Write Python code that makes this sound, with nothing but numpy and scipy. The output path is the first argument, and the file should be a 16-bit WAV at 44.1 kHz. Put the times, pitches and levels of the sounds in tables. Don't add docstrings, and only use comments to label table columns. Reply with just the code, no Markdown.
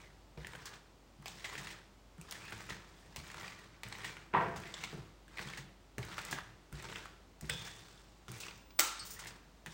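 import sys
import numpy as np
from scipy import signal
from scipy.fft import rfft, irfft, next_fast_len
from scipy.io import wavfile
from scipy.ndimage import uniform_filter1d, map_coordinates

SR = 44100
rng = np.random.default_rng(int(sys.argv[2]) if len(sys.argv) > 2 else 0)


def gain_from_db(level_db):
    decades = np.asarray(level_db, float) / 20
    return 10 ** decades


def persist_wave(psi):
    counts = np.round(np.clip(psi, -1, 1) * 32767).astype(np.int16)
    wavfile.write(sys.argv[1], SR, np.atleast_2d(counts).T)


N = 429093


def unit(x):
    return x / np.sqrt(np.mean(x ** 2) + 1e-20)


def along(points, hz):
    f, v = np.transpose(points)
    return np.interp(np.log(hz + 1), np.log(f + 1), v)


def wobble(rate):
    knots = rng.standard_normal(int(N * rate / SR) + 4)
    return map_coordinates(knots, [np.arange(N) * rate / SR])


def filtered(x, response):
    m = next_fast_len(len(x) + 4096)
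    return irfft(rfft(x, m) * response(np.fft.rfftfreq(m, 1 / SR)), m)[:len(x)]


def coloured(x, spectrum):
    return unit(filtered(x, lambda hz: gain_from_db(along(spectrum, hz))))


def resonant(x, peaks):
    def response(f):
        total = 0
        for k, (centre, width, db) in enumerate(peaks):
            damping = 1j * f * width
            total = total + (-1) ** k * gain_from_db(db) * damping / (centre ** 2 - f * f + damping)
        return total
    return filtered(x, response)


def hollow(x):
    gap_hz = 12500
    return filtered(x, lambda f: (gap_hz ** 2 - f * f + 1j * f * 800) / (gap_hz ** 2 - f * f + 1j * f * 3500))


def grit(rate, spread_db, bed, life):
    hits = rng.random(N) < rate / SR * gain_from_db(2.5 * wobble(40))
    size = gain_from_db(np.minimum(spread_db * rng.exponential(1, N), 8))
    puffs = signal.lfilter([1], [1, -np.exp(-1 / (life * SR))], hits * size)
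    return (unit(puffs) + bed) * rng.standard_normal(N)


def patchy(x, depth_db):
    z = signal.stft(x, nperseg=256)[2]
    field = uniform_filter1d(rng.standard_normal(z.shape), size=5, axis=0)
    field = uniform_filter1d(field, size=7, axis=1)
    return unit(signal.istft(z * gain_from_db(depth_db * unit(field)), nperseg=256)[1][:N])


def add(track, s, sound):
    part = track[round(s * SR):][:len(sound)]
    part += sound[:len(part)]


# f/Hz, t60/s
REVERB_TIME = [(150, 0.75), (1000, 0.53), (4000, 0.67), (9000, 0.4), (16000, 0.24)]


def kitchen(x):
    hz, t, z = signal.stft(rng.standard_normal(int(0.98 * SR)), SR, nperseg=256)
    decay = gain_from_db(-60 * t / along(REVERB_TIME, hz)[:, None])
    tail = signal.istft(z * decay, SR, nperseg=256)[1]
    return signal.fftconvolve(np.pad(x, (300, 0)), tail / np.linalg.norm(tail))[:len(x)]


def blow(contacts, modes, colour, ring_db, crack_s, wet_db, blur_hz):
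    start = contacts[0][0]
    cracks, rings, t = np.zeros(SR), np.zeros(SR), np.arange(SR // 2) / SR
    for s, db, more_db in contacts:
        noise = coloured(rng.standard_normal(len(t)), colour)
        onset = 1 - np.exp(-t / (crack_s / 40))
        add(cracks, s - start, gain_from_db(db - 8.0 - 60 * t / crack_s) * onset * noise)
        steps = rng.standard_normal((len(modes), len(t)))
        drift = np.sqrt(2 * np.pi * blur_hz / SR) * np.cumsum(steps, axis=1)
        drift = uniform_filter1d(drift, size=48, axis=1)
        ring = np.zeros(len(t))
        for (hz, level, t60), turn in zip(modes, drift):
            decay = gain_from_db(level + rng.normal(0, 1.5) - 60 * t / t60)
            ring += decay * np.sin(2 * np.pi * hz * t + turn)
        add(rings, s - start, gain_from_db(db + ring_db + more_db) * ring)
    spread = coloured(signal.unit_impulse(SR, idx=300), colour) * np.std(cracks)
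    both = cracks + rings + gain_from_db(wet_db) * kitchen(spread + rings)
    out, low_hz = np.zeros(N), 1.05 * colour[0][0]
    add(out, start, filtered(both, lambda hz: (1j * hz / (low_hz + 1j * hz)) ** 2))
    return out


# f/Hz, level/dB
AIR_COLOUR = [(25, -35), (60, 4), (134, -9), (257, -9), (319, -9), (454, -13), (801, -14.5), (1270, -18.5),
              (1620, -22), (4600, -26), (7800, -30.5), (10000, -38), (12700, -44), (15300, -35)]


def chiller():
    hum_hz = 49.3 + 0.7 * wobble(5.3)
    hum = gain_from_db(-61.5 + 1.4 * wobble(3.7)) * np.sin(2 * np.pi * np.cumsum(hum_hz) / SR)
    air = coloured(rng.standard_normal(N), AIR_COLOUR)
    air = filtered(air, lambda hz: hz ** 4 / (hz ** 4 + 70.0 ** 4))
    return hum + gain_from_db(-62 + 0.28 * wobble(4.22)) * air


def pressure(rows, fade_scale):
    t, power, land_s = np.arange(N) / SR, np.full(N, 1e-12), 0.008
    for s, length, land_db, lift_db, t60 in rows:
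        fade = t60 * fade_scale
        db = np.interp(t, [s, s + length, s + length + fade], [land_db, lift_db, lift_db - 60])
        bite = np.clip((t - s) / land_s, 0, 1) * (t < s + length + fade)
        power = power + (gain_from_db(db) * bite) ** 2
    return power


def shudder():
    out, t = np.zeros(N), np.arange(SR // 2) / SR
    shakes = [(s, db - 16) for s, db, *_ in LANDINGS]
    shakes.append((BANG_CONTACTS[1][0], -41))
    for s, db in shakes:
        add(out, s, gain_from_db(db - 60 * t / 0.54) * (1 - np.exp(-t / 0.015)))
    return out


# start t/s, length t/s, landing level/dB, lift-off level/dB, fade t60/s
STROKES = [(-0.1, 0.1, -55.5, -55, 0.51), (0.372, 0.075, -63, -62, 0.22), (0.445, 0.19, -57, -58, 0.15),
           (0.645, 0.1, -53, -55, 0.29), (1.215, 0.038, -66, -63.5, 0.17), (1.39, 0.043, -62, -55, 0.1),
           (1.44, 0.29, -51, -51.5, 0.38), (2.19, 0.11, -67.5, -58.5, 0.29), (2.31, 0.44, -52, -55.5, 0.37),
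           (2.69, 0.017, -45.5, -44.5, 0.32), (2.8, 0.34, -64, -65, 0.34), (3.16, 0.3, -59.5, -49, 1),
           (3.835, 0.24, -59, -48, 0.67), (4.555, 0.305, -58.5, -49.5, 0.73),
           (5.28, 0.11, -70.5, -52, 0.19), (5.385, 0.21, -48, -56.5, 0.34), (5.98, 0.37, -54.5, -49, 0.56),
           (6.72, 0.26, -56, -49, 0.62), (9.17, 0.098, -58.5, -50.5, 0.51)]
# start t/s, length t/s, landing level/dB, lift-off level/dB, fade t60/s
SKIMS = [
    (4.36, 0.19, -68, -66, 0.2),
    (1.257, 0.2, -56, -61, 0.45),
    (3.159, 0.011, -49.5, -52, 0.16),
    (7.408, 0.085, -64, -62, 0.23),
    (7.495, 0.055, -48, -53, 1.75),
    (8.281, 0.185, -58, -55, 0.5),
    (8.97, 0.19, -59.5, -58.5, 0.29),
    (9.66, 0.067, -63, -57.5, 0.27),
]
# f/Hz, level/dB
RASP_COLOUR = [(240, -66), (400, 0.5), (686, -5.5), (856, 1), (1270, 2.5), (1890, 1), (5000, -16),
               (6500, -37), (11000, -120)]
# f/Hz, level/dB
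FIZZ_COLOUR = [(1800, -13), (2800, -3), (3600, -0.5), (5500, 1), (8300, -2), (10000, -13), (12800, -24),
               (14500, -13.5), (15400, -7.5), (16600, 1.5)]
# centre f/Hz, width f/Hz, level/dB
PLATE_MODES = [(121.6, 54.5, 0.5), (196.8, 43, -3), (330, 67, -8)]


def strokes():
    rasp_db = 10 * np.log10(pressure(STROKES + SKIMS, 0.98))
    full_power = 1e-5
    crushing = full_power * (pressure(STROKES, 0.78) / full_power) ** 0.97
    skimming = pressure(SKIMS, 0.99)
    fizz_db = 10 * np.log10(gain_from_db(2 * -5) * crushing + gain_from_db(2 * 1.5) * skimming)
    over_db = rasp_db + 52
    thrum_db = 20 * np.log10(gain_from_db(-61 + 0.56 * over_db) + shudder())
    bend_hz = np.maximum(1950 + 20 * over_db + 230 * wobble(7), 1200)
    judder = wobble(30)
    crumbs = grit(rate=180.0, spread_db=1.0, bed=1.5, life=0.0023)
    broad = patchy(coloured(crumbs, RASP_COLOUR), depth_db=2.5)

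    def slow():
        return filtered(grit(rate=94.0, spread_db=-0.5, bed=0.78, life=0.0027), lambda hz: 1 / (1 + 1j * hz / 90))

    phase = 2 * np.pi * np.cumsum(bend_hz) / SR
    sung = unit(slow() * np.cos(phase) + slow() * np.sin(phase))
    rasp = gain_from_db(rasp_db - 3.03 + 0.58 * judder) * unit(broad + 0.62 * sung)
    fizz = patchy(coloured(crumbs, FIZZ_COLOUR), depth_db=2.0)
    fizz = gain_from_db(fizz_db + 0.71 * judder + 0.87 * wobble(120)) * fizz
    thrum = gain_from_db(thrum_db + 1.06 * wobble(14)) * unit(resonant(rng.standard_normal(N), PLATE_MODES))
    splits = (rng.random(N) < 260 / SR) * rng.standard_normal(N)
    crackle = hollow(resonant(splits, [(2600, 1200, 5.5), (6000, 3300, 0), (15500, 1200, -5)]))
    return rasp + fizz + thrum + gain_from_db(fizz_db + 12) * crackle


# t/s, peak level/dB, sway level/dB, knock level/dB
LANDINGS = [(0.373, -42, -5, -2.5), (0.542, -48.5, -20, -5), (1.185, -49, -20, -20), (1.578, -45, -21, -27),
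            (2.185, -45, -11, -20), (2.516, -49, -15, 3), (2.699, -50.5, -6, 0), (3.171, -47, -0.5, -12),
            (3.854, -44, -16, -20), (4.561, -47.5, -2, -2), (4.928, -40, -15, 0), (4.97, -39.5, -11, -6.5),
            (5.395, -49.5, -15, 2), (5.459, -45, -19, -13), (5.582, -45.5, -21, -14),
            (5.98, -34, -11.5, -4), (6.319, -41.5, -21, 1), (6.725, -41.5, -2.5, -10.5),
            (6.887, -54, -7, 3), (7.421, -40, -5, -8.5), (7.498, -40.5, -11, -16), (8.286, -41, -14, -8.5),
            (9.664, -46, -23.5, -4.5)]


def landings():
    out, t = np.zeros(N), np.arange(SR // 5) / SR

    def ring(hz, t60):
        envelope = gain_from_db(-60 * t / t60) * (1 - np.exp(-t / 0.0071))
        return envelope * np.sin(2 * np.pi * hz * gain_from_db(rng.normal(0, 0.82)) * t)

    for s, db, sway_db, knock_db in LANDINGS:
        plate = ring(132.2, 0.21) + 0.66 * ring(187.0, 0.13)
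        squash = unit(resonant(rng.standard_normal(len(t)), [(270, 160, 0.5), (676, 530, -4)]))
        squash = squash * gain_from_db(-60 * t / 0.15) * (1 - np.exp(-t / 0.0036))
        knock = 0.78 * ring(355, 0.086) + 0.83 * ring(427, 0.1) + 0.39 * squash
        sway = ring(67.5, 0.32)
        add(out, s, gain_from_db(db + 2.0) * (plate + gain_from_db(sway_db) * sway + gain_from_db(knock_db) * knock))
    return out


# t/s, peak level/dB, blade f/Hz
LUMPS = [(0.3748, -45.5, 2170), (9.668, -38.5, 1750), (0.4324, -53, 1780), (4.635, -41, 1940),
         (4.8445, -35, 3600), (5.3912, -32, 1400), (6.959, -35, 3060), (0.534, -39.5, 1470),
         (0.551, -37, 1390), (0.669, -43, 2020), (1.5527, -34.5, 1711), (2.481, -41, 1650),
         (2.6972, -36.5, 2970), (3.3006, -39, 1830), (3.3428, -36.5, 1460), (3.4792, -37, 2344),
         (3.924, -36.5, 1947), (3.9247, -38.5, 4000), (4.1671, -40, 1450), (5.4859, -39.5, 3480),
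         (6.0286, -36.5, 1950), (6.1884, -35, 2123), (6.3857, -32.5, 1230), (6.9262, -38, 1480),
         (7.0548, -36, 1180), (8.4823, -39, 2616),
         (0.4055, -50, 2160), (0.7346, -46, 1660), (1.2248, -53, 1083), (1.4052, -49, 1864),
            (1.5354, -41.5, 2070), (2.1818, -52, 1290), (2.2836, -49, 1190), (2.4428, -57, 1944),
            (2.6896, -39, 1240), (2.7048, -34.5, 1910), (3.269, -46, 1830), (3.3839, -43, 1830),
            (3.4057, -45, 1820), (3.4304, -40.5, 1840), (3.8656, -42, 1962), (3.9509, -38, 2030),
            (3.9854, -43, 1180), (4.0131, -43, 1890), (4.7735, -47, 1046), (5.341, -50, 1672),
            (5.3718, -36.5, 2030), (5.5337, -37, 2020), (5.5784, -38, 1900), (6.771, -53, 1760),
            (6.7988, -43, 1877), (6.8247, -45, 1710), (6.8872, -40, 1860), (6.8975, -41, 1562),
            (7.444, -46, 1794), (7.6764, -38.5, 1770), (7.9758, -49.5, 3500), (8.4342, -37.5, 2390),
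            (8.4614, -45, 2450), (8.509, -42, 2270), (8.7051, -49, 2480), (9.2569, -39, 1800)]
# t/s, peak level/dB, brightness level/dB, blade f/Hz
TOUCHES = [(0.447, -33, -23, 1670), (0.4694, -34, -5.5, 1730), (1.2582, -31, -6, 2260),
           (1.281, -35.5, -2, 3440), (2.213, -45.5, 5.5, 2500), (2.3106, -42, 9.5, 3540),
           (2.3233, -34, 1, 1960), (3.1612, -35.5, 3, 2230), (3.1684, -45, 5, 3370),
           (3.8338, -30, -5, 2115), (4.8378, -32, -14, 3700), (5.2803, -49, -4, 1526),
           (5.3835, -29.5, -25, 2030), (5.982, -30.5, -6, 1733), (5.989, -45, -27, 2170),
           (6.3112, -43.5, 8.5, 1650), (0.6556, -46, 5, 4450), (6.2501, -46, 10, 2500),
           (6.7263, -40, -4, 1406), (7.4102, -46, 5.5, 1483), (8.282, -38, -8, 1480), (8.317, -42, 5, 1311),
           (9.247, -45, 0, 2045), (9.6613, -34.5, -2.5, 1780)]
# t/s, peak level/dB
CRYSTALS = [(0.5596, -45), (0.6689, -57), (1.2241, -53), (1.5339, -44), (1.6147, -46), (2.1814, -55),
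            (2.3476, -49), (2.384, -56), (2.4369, -57), (2.4538, -51), (2.5077, -45), (2.5611, -52),
            (2.58, -49), (2.6663, -50), (3.2575, -52.5), (3.2774, -47), (3.3154, -45), (3.4027, -49),
            (3.4216, -48.5), (3.8856, -41), (3.9843, -48), (4.0477, -51), (4.0966, -55), (4.6019, -45),
            (4.6768, -49), (4.7905, -58), (5.3712, -50), (5.4166, -48), (5.5328, -51), (5.6441, -56),
            (6.0511, -41), (6.2163, -46), (6.3106, -37), (6.7206, -57), (6.7615, -56), (6.8254, -41),
            (6.9336, -45), (7.4619, -52), (7.647, -50), (7.6765, -43.5), (7.7643, -53), (8.3764, -46),
            (8.3834, -42), (8.5779, -53), (9.191, -52), (9.2125, -54)]


def ticks():
    out, t = np.zeros(N), np.arange(3000) / SR
    touch_t60, lump_t60, crystal_t60 = 0.0048, 0.014, 0.0075
    touches = [(*row, touch_t60) for row in TOUCHES]
    lumps = [(s, db, -17, hz, lump_t60) for s, db, hz in LUMPS]
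    snaps = [(s, db, bright_db - 3.5, hz, lump_t60) for s, _, db, bright_db, hz in CATCHES]

    def thin(x, hz):
        peaks = [(hz, 5500, 0), (15400, 2200, -1.5)]
        return resonant(resonant(x, peaks), peaks)

    for s, db, bright_db, hz, t60 in touches + lumps + snaps:
        decay = gain_from_db(-60 * t / t60) + 0.15 * gain_from_db(-60 * t / 0.078)
        burst = rng.standard_normal((2, len(t))) * decay * (1.1 - np.exp(-t / (t60 / 16)))
        burst[1] *= gain_from_db(-60 * t / 0.13)
        crack = resonant(burst[0], [(hz, 380, 4), (hz * 2.16, 1500, -8), (900, 700, -5)])
        spit = thin(burst[1], 6600 * gain_from_db(rng.normal(0, 0.62)))
        crack, spit = crack / abs(crack).max(), spit / abs(spit).max()
        add(out, s, gain_from_db(db) * (crack + gain_from_db(bright_db + 1.5) * spit))
    for s, db in CRYSTALS:
        click = thin(rng.standard_normal(len(t)) * gain_from_db(-60 * t / crystal_t60), 7800)
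        add(out, s, gain_from_db(db + 1.5) * click / abs(click).max())
    return hollow(out)


# t/s, tear level/dB, snap level/dB, brightness level/dB, blade f/Hz
CATCHES = [(0.6549, -35.5, -53, 0, 1506), (1.4429, -20.5, -34, -13.5, 1930), (1.578, -30, -37, -6, 1850),
           (1.67, -34, -36, -9, 1950), (1.703, -31, -42, -8.5, 1780), (2.3437, -31, -59, -11, 1800),
           (2.522, -34, -32.5, -10, 1548), (4.031, -29, -53, -25, 1890), (4.0444, -24, -31.5, -10.5, 1895),
           (4.56, -30.5, -36, -7.5, 1000), (4.655, -30, -44, -30, 2080), (4.69, -37, -55, -28, 2108),
           (6.21, -33, -55, -35, 2120), (8.436, -36, -50, -12, 2450), (4.7403, -40, -31.5, -32, 3430),
           (4.8372, -27, -28.5, -17, 2162), (5.5729, -32.5, -38, -4.5, 1860),
           (6.117, -29.5, -45, -22, 1832), (6.1807, -30, -27.5, -10, 1462), (6.275, -31, -53, -41, 2010),
           (6.3111, -33, -51, 2, 1690), (6.327, -28, -27, -6.5, 1600), (6.375, -27, -42, -32, 1270),
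           (6.957, -50, -32.5, -34, 1530), (7.661, -28.5, -48, -11.5, 1687), (8.402, -37, -42, 4.5, 2460),
           (9.191, -36, -40.5, 1.5, 1396), (9.2699, -38.5, -42, 3.5, 1807)]


def catches():
    out, t = np.zeros(N), np.arange(8000) / SR
    for s, db, _, bright_db, hz in CATCHES:
        noise = rng.standard_normal((2, len(t)))
        blade = unit(resonant(noise[0], [(hz, 150, 5), (3550, 500, -7), (800, 600, -11)]))
        tear = blade + gain_from_db(bright_db + 10.0) * coloured(noise[1], FIZZ_COLOUR)
        add(out, s, gain_from_db(db - 16.0 - 60 * t / 0.13) * (1 - np.exp(-t / 0.005)) * tear)
    return out


# t/s, peak level/dB, ring level/dB
JINGLE_CONTACTS = [
    (2.845, -84, 0.1),
    (2.955, -70, 0.11),
    (2.995, -67.5, 0.1),
    (3.015, -80, 0.085),
]
# f/Hz, level/dB, t60/s
JINGLE_MODES = [(6024, -5, .15), (8050, -2, .25), (8974, -7, 0.16), (9600, -6, 0.16), (10700, -5, 0.17),
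                (12300, -10, .15), (14700, -9, .12)]


def jingle():
    return blow(JINGLE_CONTACTS, JINGLE_MODES, FIZZ_COLOUR, ring_db=-5, crack_s=.01, wet_db=-9, blur_hz=25)


# t/s, peak level/dB, ring level/dB
BANG_CONTACTS = [
    (4.3315, -33, 0.13),
    (4.337, -16.5, 0.13),
    (4.345, -22.5, 0.089),
    (4.369, -20, 0.082),
    (4.41, -23.5, 0.11),
]
# f/Hz, level/dB, t60/s
BANG_MODES = [(180.2, -7.5, 0.56), (358, -9.5, 0.47), (433.6, -5, 0.29), (500, -8, .27), (678, -6, .4),
              (813, -11, .3), (955, -6.5, 0.31), (1006, -6, 0.29), (1058, -22, .4), (1367, -5.5, 0.29),
              (1567, -5.5, 0.26), (1860, -16, .4), (2240, -17, .3)]
# f/Hz, level/dB
BANG_COLOUR = [(50, -50), (100, -32), (165, -6), (260, -15), (400, -3.5), (600, -12), (960, 0),
               (1300, -8.5), (1850, -10.5), (2900, -21.5), (4500, -39.5), (9000, -66), (12000, -80)]


def bang():
    return blow(BANG_CONTACTS, BANG_MODES, BANG_COLOUR, ring_db=-25, crack_s=0.044, wet_db=4.0, blur_hz=10.5)


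# t/s, peak level/dB, ring level/dB
TAP_CONTACTS = [
    (7.494, -29, 0.5),
    (7.4968, -14, -11),
    (7.506, -33, -5),
    (7.512, -39, -5),
]
# f/Hz, level/dB, t60/s
TAP_MODES = [(494, 2, 0.38), (1360, -6, .4), (1605, 3, 0.43), (2520, 4, 0.49), (3311, 5, 0.66),
             (3530, 6.5, 0.8), (5140, 2, 0.36), (6500, -14, 0.36), (7700, -9, 0.33)]
# f/Hz, level/dB
TAP_COLOUR = [(60, -25), (130, -34), (500, 6.5), (900, -30), (1550, 8), (2500, -5), (3450, 3), (4300, -15),
              (5100, -5), (6200, -16), (8200, -4), (12500, -30), (15400, -13), (16600, -19.5)]


def tap():
    return blow(TAP_CONTACTS, TAP_MODES, TAP_COLOUR, ring_db=-28.5, crack_s=0.015, wet_db=-19.0, blur_hz=110)


# t/s, peak level/dB, ring level/dB
CLACK_CONTACTS = [
    (8.7905, -13, 9.5),
    (8.7937, -6, -4.5),
    (8.7952, -9.5, -9),
    (8.8013, -11, -15.5),
    (8.8068, -14.5, 4),
]
# f/Hz, level/dB, t60/s
CLACK_MODES = [(1272, -12, .5), (1310, -10, 0.58), (1380, -9, .4), (351, -8, 0.18), (843, -10, 0.45),
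               (3020, -15.5, 0.36), (3790, -4.5, 0.17), (6460, -12, 0.16), (7740, -4, 0.16),
               (8070, -9.5, 0.18), (8270, -12, .25), (15500, -10.5, .15)]
# f/Hz, level/dB
CLACK_COLOUR = [(150, -42.5), (350, -9), (700, -3.5), (1350, -1.5), (2200, 2), (3200, -3), (4000, -2.5),
                (6200, 0), (8200, 0.5), (9500, -7), (12800, -14.5), (15500, 3.5), (16600, -17)]


def clack():
    return blow(CLACK_CONTACTS, CLACK_MODES, CLACK_COLOUR, ring_db=-28.5, crack_s=0.017, wet_db=-6.0, blur_hz=110)


# t/s, peak level/dB, ring level/dB
CHINK_CONTACTS = [
    (8.995, -35.5, 0.034),
]
# f/Hz, level/dB, t60/s
CHINK_MODES = [(4390, -3, 0.26), (4820, -3, 0.22), (5300, -6, 0.13), (8300, -2, .06)]


def chink():
    return blow(CHINK_CONTACTS, CHINK_MODES, FIZZ_COLOUR, ring_db=-4, crack_s=.02, wet_db=-12, blur_hz=28)


# t/s, peak level/dB, ring level/dB
WIPE_CONTACTS = [
    (9.05, -36, -10),
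    (9.065, -41, -3),
    (9.104, -29.5, -15),
    (9.135, -37, -6),
]
# f/Hz, level/dB, t60/s
WIPE_MODES = [(6900, 0.1, 0.1), (8500, -2, 0.073)]
# f/Hz, level/dB
WIPE_COLOUR = [(3500, -27), (5000, 2), (8500, -2), (12000, -11), (15200, 1)]


def wipe():
    return blow(WIPE_CONTACTS, WIPE_MODES, WIPE_COLOUR, ring_db=-8.5, crack_s=0.13, wet_db=-5.5, blur_hz=199.4)


def scene():
    tick, rub = ticks(), strokes()
    work = rub + landings() + tick + kitchen(gain_from_db(-9.0) * tick + gain_from_db(-9.5) * rub)
    blows = jingle() + bang() + tap() + clack() + chink() + wipe()
    return (chiller() + work + catches() + blows)[None]


def low_pass(x):
    return signal.sosfilt(signal.butter(12, 16670, fs=SR, output="sos"), x)


def record(dry):
    top_hz, edge_hz = 15850, 16700
    kept = filtered(dry[0], lambda hz: hz < top_hz)
    power = uniform_filter1d(np.diff(kept, prepend=0) ** 2, size=128)
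    before = np.roll(uniform_filter1d(power, size=1024), shift=700)
    attack = uniform_filter1d(1. * (power > 60 * before), size=256)
    top = filtered(attack * (dry[0] - kept), lambda hz: hz < edge_hz)
    return low_pass((kept + top)[None])


dry = scene()
out = record(dry)
persist_wave(out)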